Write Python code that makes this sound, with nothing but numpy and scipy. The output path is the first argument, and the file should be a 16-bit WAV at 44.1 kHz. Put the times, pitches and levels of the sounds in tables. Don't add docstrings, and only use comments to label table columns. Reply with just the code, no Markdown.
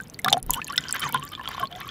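import sys
import numpy as np
from scipy import signal
from scipy.io import wavfile
from scipy.ndimage import uniform_filter1d

SR = 44100
rng = np.random.default_rng(int(sys.argv[2]) if len(sys.argv) > 2 else 0)


def dump_mix(stems):
    frames = np.atleast_2d(stems).T
    limited = np.clip(frames, -1, 1)
    pcm = np.round(limited * 32767).astype(np.int16)
    wavfile.write(sys.argv[1], SR, pcm)


def invert_db(level):
    return 10 ** (np.asarray(level, dtype=float) / 20)


N = 83790

# (time [s], peak level [dB], pitch [Hz], t60 [s])
GULPS = [(0.2612, -17, 1184, 0.094), (0.318, -25.5, 807, 0.062), (0.329, -13.5, 746, 0.015),
         (0.332, -16.5, 3120, 0.028), (0.343, -13, 692, 0.06), (0.37, -20, 737, 0.044),
         (0.496, -14.5, 968, 0.048), (0.694, -30.5, 1160, 0.036), (1.066, -17.5, 950, 0.049),
         (1.098, -27, 910, 0.037), (1.146, -12.5, 1012, 0.058), (1.226, -33.5, 1140, 0.13),
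         (1.317, -34.5, 1216, 0.2), (1.377, -34.5, 1078, 0.061), (1.396, -29, 1018, 0.051),
         (1.412, -31, 1000, 0.035), (1.476, -25.5, 1020, 0.016), (1.49, -21.5, 1050, 0.0091),
         (1.506, -28, 1010, 0.011), (1.547, -24, 1067, 0.02), (1.58, -27.5, 1050, 0.02),
         (1.611, -28.5, 1160, 0.03), (1.629, -28.5, 1076, 0.11)]
# (time [s], peak level [dB], pitch [Hz])
PLOPS = [(0.0014, -25, 1546), (0.192, -26.5, 2080), (0.247, -20, 1683), (0.5665, -32.5, 1470),
         (0.6209, -32, 1750), (0.7771, -19, 1955), (0.7817, -20.5, 1481), (0.822, -41, 1590),
         (0.853, -30, 1550), (0.874, -42, 1420), (0.8952, -28, 1487), (0.9414, -22.5, 1590),
         (1.0213, -26.5, 1446), (1.037, -24.5, 2340), (1.068, -32, 1800), (1.094, -34, 1490),
         (1.1454, -19, 1431), (1.195, -38, 1050), (1.22, -40, 1570), (1.3944, -30.5, 1707),
         (1.4565, -32, 1320), (1.5956, -29.5, 1414), (1.6281, -25.5, 1547), (1.755, -40, 1980),
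         (1.82, -38, 2550), (1.869, -33, 1110)]
# (time [s], peak level [dB], pitch [Hz])
POPS = [(0.1441, -28.5, 4480), (0.2455, -12.5, 3630), (0.2839, -14, 3600), (0.2982, -19.5, 4020),
        (0.3281, -0.5, 3560), (0.522, -35, 3200), (0.5366, -19, 3300), (0.5426, -18.5, 2890),
        (0.617, -19.5, 2550), (0.6685, -29, 4200), (0.6828, -26.5, 2670), (0.724, -30, 4340),
        (0.7326, -32, 2900), (0.759, -25, 3070), (0.7785, -5.5, 3560), (0.8386, -27, 2940),
        (0.8846, -22, 4860), (0.909, -21, 5130), (0.96, -30.5, 3480), (1.018, -26, 3600), (1.04, -26, 3030),
        (1.0905, -49, 2870), (1.1306, -31.5, 2850), (1.1454, -19.5, 3420), (1.1745, -24.5, 3140),
        (1.227, -28, 2840), (1.278, -32, 4600), (1.319, -43, 3100), (1.337, -56, 3070),
        (1.3512, -22.5, 3420), (1.376, -39, 3100), (1.412, -34, 2840), (1.4567, -25.5, 3030),
        (1.476, -18, 3300), (1.5305, -34, 3600), (1.5474, -33, 4000), (1.58, -51, 3070),
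        (1.5963, -25.5, 3103), (1.648, -36, 2980), (1.6552, -26.5, 3370), (1.672, -30, 4280),
        (1.7262, -29, 3300), (1.752, -30, 3460), (1.859, -39, 3160), (1.8904, -23.5, 3300)]
# (time [s], peak level [dB], pitch [Hz])
SNAPS = [(0.2463, -20.5, 5300), (0.2839, -26.5, 5300), (0.3274, -12.5, 6020), (0.4281, -23.5, 9710),
         (0.5057, -37, 15300), (0.5071, -10.5, 6870), (0.5349, -19, 7500), (0.6447, -21.5, 6600),
         (0.6803, -30, 8930), (0.6999, -29, 5400), (0.7621, -29.5, 7900), (0.7796, -10, 5230),
         (0.84, -35, 5750), (0.8917, -24.5, 5700), (0.9102, -26, 8500), (0.9259, -8.5, 7640),
         (0.9962, -18.5, 9900), (1.0915, -27, 11040), (1.1245, -19, 13600), (1.2378, -32.5, 7450),
         (1.251, -27, 14100), (1.4883, -24.5, 12500), (1.5987, -27.5, 11700), (1.8035, -29, 11960),
         (1.8778, -35.5, 13400),
         (0.0113, -35.5, 9460), (0.0353, -38, 6670), (0.073, -43.5, 5100), (0.0988, -32, 6050),
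         (0.19, -25.5, 7870), (0.1967, -28.5, 11000), (0.304, -22.5, 7100), (0.3338, -16, 5720),
         (0.379, -28.5, 9200), (0.4, -41, 10100), (0.464, -31, 14000), (0.5449, -21.5, 7700),
         (0.8078, -30.5, 7040), (0.9457, -23.5, 11500), (1.0047, -21.5, 9824), (1.1965, -32.5, 9000)]
# (time [s], peak level [dB], pitch [Hz])
SPRAY_TICKS = [(.022, -40, 12000), (.042, -45, 10300), (.083, -46, 8300), (.139, -36.5, 10600),
               (.172, -62, 13300), (.218, -37, 6600), (.2455, -18, 10600), (.2828, -21, 10600),
               (.3272, -10, 12100), (.5062, -9, 12500), (.531, -26, 11000), (.5365, -14, 11400),
               (.548, -25, 12100), (.557, -32, 11000), (.575, -37, 11000), (.649, -44, 13500),
               (.676, -28, 10900), (.725, -32, 8700), (.7387, -30.5, 9800), (.7665, -26, 12700),
               (.9612, -28, 12100), (1.04, -32.5, 9300), (1.0725, -50, 11100), (1.1433, -20.5, 9100),
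               (1.18, -46, 12200), (1.2356, -38, 11500), (1.29, -35, 9400), (1.3194, -36.5, 10700),
               (1.3379, -50, 13600), (1.435, -44, 11500), (1.515, -39, 11300), (1.547, -44, 12100),
               (1.569, -43, 13100), (1.608, -48, 10850), (1.6387, -31.5, 10300), (1.648, -46, 12100),
               (1.714, -42.5, 14100), (1.761, -37.5, 13500), (1.857, -44, 11800)]
# (time [s], level [dB], start pitch [Hz], length
# [s], end pitch [Hz])
AIR_NECKS = [(0.245, -30.5, 720, 0.066, 790), (0.28, -15.5, 1160, 0.0076, 2400),
             (0.422, -36, 37, 0.1395, 38.4), (0.516, -38.5, 939, 0.09, 900), (0.565, -31, 912, 0.041, 1584),
             (0.595, -45, 1900, 0.013, 2400), (0.661, -53, 1830, 0.038, 1654),
             (0.527, -46.5, 3000, 0.076, 3050), (.729, -35, 1380, 0.012, 1830),
             (0.742, -36, 1570, 0.0084, 1700), (0.547, -52, 1570, 0.036, 1390),
             (0.7, -30, 1134, 0.02, 1240), (0.7, -42.5, 1865, 0.022, 2080),
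             (1.001, -37.5, 1210, 0.027, 1390), (1.035, -26, 1255, 0.04072, 873),
             (1.128, -34, 921, 0.081, 1059), (1.6, -36.5, 715, 0.058, 634), (1.706, -42.5, 693, 0.085, 806),
             (1.783, -44.5, 1120, 0.116, 1348)]
# (time [s], level [dB])
SPLASH_VIGOUR = [(0, -58), (0.218, -60), (.26, -51.5), (.39, -46), (0.419, -81), (.49, -51), (.54, -42.5),
                 (.66, -54), (.76, -46.5), (.98, -41.5), (1.039, -33.5), (1.2, -46), (1.43, -47.5),
                 (1.621, -40), (1.69, -60), (1.74, -44.5), (1.9, -46)]
# (frequency [Hz], width [Hz], level [dB])
JUG_MODES = [(665, 130, -8), (1004, 66.7, 3.5), (1560, 670, 1.5), (3100, 90, 9.5), (3560, 154, 1.5)]
# (frequency [Hz], level per Hz [dB])
FLOOR_SPECTRUM = [(15, -37), (30, 6.5), (141, 12.5), (833, -5.5), (1090, -10), (3190, -16), (6590, -38.5),
                  (13300, -22), (16000, -28)]


def bubbles(rows, tick_db):
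    rise_per_t60, attack_cycles, tick_s = 0.031, 0.35, 0.0006
    out, t = np.zeros(N), np.arange(SR // 5) / SR
    tick_len = SR // 100
    ticks = rng.standard_normal((len(rows), tick_len)) * np.exp(-t[:tick_len] / tick_s)
    for (s, db, hz, t60), tick in zip(rows, ticks):
        shape = (1 - np.exp(-t * hz / attack_cycles)) * invert_db(-60 * t / t60)
        ring = np.sin(2 * np.pi * hz * (t + rise_per_t60 * t * t / t60))
        add(out, s, invert_db(db) * shape / shape.max() * ring)
        width_hz = 1500 + 0.98 * hz
        coloured = resonate(tick, min(1.28 * hz, 14500), width_hz)
        coloured = resonate(coloured, min(1.29 * hz, 14500), width_hz)
        add(out, s, invert_db(db + tick_db) * (coloured + 0.091 * np.gradient(tick)))
    return out


def by_cycles(rows, cycles):
    return [(s, db, hz, cycles / hz) for s, db, hz in rows]


def air_necks():
    out = np.zeros(N)
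    waver, wobble = invert_db(4.1 * drift(105)), 1 + 0.033 * drift(70)
    for s, db, hz, length, end_hz in AIR_NECKS:
        age = np.arange(int(length * SR)) / (length * SR)
        pitch = hz + (end_hz - hz) * age ** 1.805
        pitch = pitch * wobble[int(s * SR):][:len(age)]
        swell = np.sin(np.pi * age ** 0.54) ** 0.26
        add(out, s, invert_db(db) * swell * np.sin(2 * np.pi * np.cumsum(pitch) / SR))
    return out * waver


def grains(busy, per_s, low_hz, high_hz, cycles, rise):
    spread_db, slots = 7.5, N // 8
    clumps = invert_db(5 * drift(15)[:slots * 8:8])
    chance = 8 * per_s * busy[:slots * 8:8] * clumps / SR
    slot = np.flatnonzero(rng.random(slots) < chance)
    size, pitch, life, bend = rng.random((slots, 4))[slot].T[:, :, None]
    hz, t = low_hz * (high_hz / low_hz) ** pitch, np.arange(SR // 40) / SR
    age = t * hz / (cycles * (0.099 + life))
    level = invert_db(-spread_db * np.log(size + 0.095))
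    shape = (1 - np.exp(-t * hz)) ** 2 * np.exp(-4 * age)
    glide = 1 + rise * (bend - 0.25) * np.minimum(age, 2)
    blips = level * shape * np.sin(2 * np.pi * hz * t * glide)
    out = np.zeros(N + SR)
    np.add.at(out, slot[:, None] * 8 + np.arange(len(t)), blips)
    return rms_one(out[:N])


def churn(vigour_db):
    knocks_per_s = 610
    force = np.clip(rng.standard_normal((len(JUG_MODES), N)) ** 3, -4, 4)
    knocks = force * (rng.random((len(JUG_MODES), N)) < knocks_per_s / SR)
    return invert_db(vigour_db - 5.5 + 7.14 * drift(19.8)) * rms_one(dull(jug(knocks), 5100))


def jug(trains):
    return sum(invert_db(db) * resonate(knocks, hz, width)
               for knocks, (hz, width, db) in zip(trains, JUG_MODES))


def boom(big):
    slosh = uniform_filter1d(np.abs(big), size=1800) * dull(rng.standard_normal(N), 680)
    return invert_db(17) * (resonate(slosh, 141, 13) + 0.33 * resonate(slosh, 231, 116))


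def room(x):
    room_db, t60_s = -16, 0.025
    t = np.arange(SR // 4) / SR
    tail = dull(rng.standard_normal(len(t)), 7100) * invert_db(-60 * t / t60_s)
    tail = tail * (t > 0.003)
    return invert_db(room_db) * signal.fftconvolve(x, tail / np.sqrt(np.sum(tail ** 2)))[:N]


def floor():
    floor_db, flicker_db = -47, 1.5
    out, edges = 0, 22 * 2 ** np.arange(0, 9.6, 0.5)
    white = rng.standard_normal((2, N + SR))
    hz, db = np.transpose(FLOOR_SPECTRUM)
    for k, (low, high) in enumerate(zip(edges, edges[1:])):
        band_filter = signal.butter(2, [low, high], "band", fs=SR, output="sos")
        band = signal.sosfilt(band_filter, white[k % 2])[SR:]
        level_db = np.interp(np.log(low * high) / 2, np.log(hz), db)
        out = out + invert_db(level_db + flicker_db * drift(25)) * band
    return invert_db(floor_db) * rms_one(out)


def rms_one(x):
    return x / np.sqrt(np.mean(x ** 2) + 1e-20)


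def drift(rate_hz):
    r = np.exp(-2 * np.pi * rate_hz / SR)
    slow = signal.lfilter([1], [1, -2 * r, r * r], rng.standard_normal(N + SR))[SR:]
    return rms_one(slow - slow.mean())


def resonate(x, hz, width_hz):
    r = np.exp(-np.pi * width_hz / SR)
    top = np.array([1, 0, -1]) * (1 - r * r) / 2
    return signal.lfilter(top, [1, -2 * r * np.cos(2 * np.pi * hz / SR), r * r], x)


def dull(x, cut_hz):
    return signal.sosfilt(signal.butter(4, cut_hz, fs=SR, output="sos"), x)


def add(out, s, sound):
    i = max(int(s * SR), 0)
    out[i:i + len(sound)] += sound[:max(len(out) - i, 0)]


def scene():
    s, db = np.transpose(SPLASH_VIGOUR)
    vigour_db = np.interp(np.arange(N) / SR, s, db)
    swing_db = vigour_db - vigour_db.mean()

    big = invert_db(3.6 * drift(40)) * bubbles(GULPS, tick_db=-1)
    big = big + bubbles(by_cycles(PLOPS, 68), tick_db=1.5) + air_necks()
    small = bubbles(by_cycles(POPS, 41.8), tick_db=-6)
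    small = small + bubbles(by_cycles(SNAPS, 56), tick_db=2.5)
    small = small + bubbles(by_cycles(SPRAY_TICKS, 20), tick_db=6)

    aftermath_s, aftermath_gain = 0.012, 100
    keep = np.exp(-1 / (aftermath_s * SR))
    aftermath = signal.lfilter([1 - keep], [1, -keep], np.abs(small))
    busy = invert_db(0.55 * swing_db) + aftermath_gain * aftermath
    fizz = invert_db(vigour_db - 4) * grains(busy, 400, 945.6, 7440, cycles=69, rise=0.08)
    spray = invert_db(vigour_db - 17.5) * grains(busy, 450, 4480, 13600, cycles=20, rise=0.05)

    drink = big + small + fizz + spray + churn(vigour_db) + boom(big)
    return (drink + room(drink) + floor())[None]


def roll_off(x):
    return signal.sosfilt(signal.butter(12, 16770, fs=SR, output="sos"), x)


def record(dry):
    hush_from_s, hush_to_s, hush_db = 0.404, 0.427, -14
    t = np.arange(N) / SR
    hushed = (t > hush_from_s) & (t < hush_to_s)
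    gate = invert_db(uniform_filter1d(hush_db * hushed, size=60))
    low = signal.sosfiltfilt(signal.butter(2, 1800, fs=SR, output="sos"), dry)
    rounded = np.tanh(low + gate * (dry - low))
    mix = signal.sosfilt(signal.cheby2(12, 50, 16300, fs=SR, output="sos"), rounded)
    return roll_off(mix)


dry = scene()
out = record(dry)
dump_mix(out)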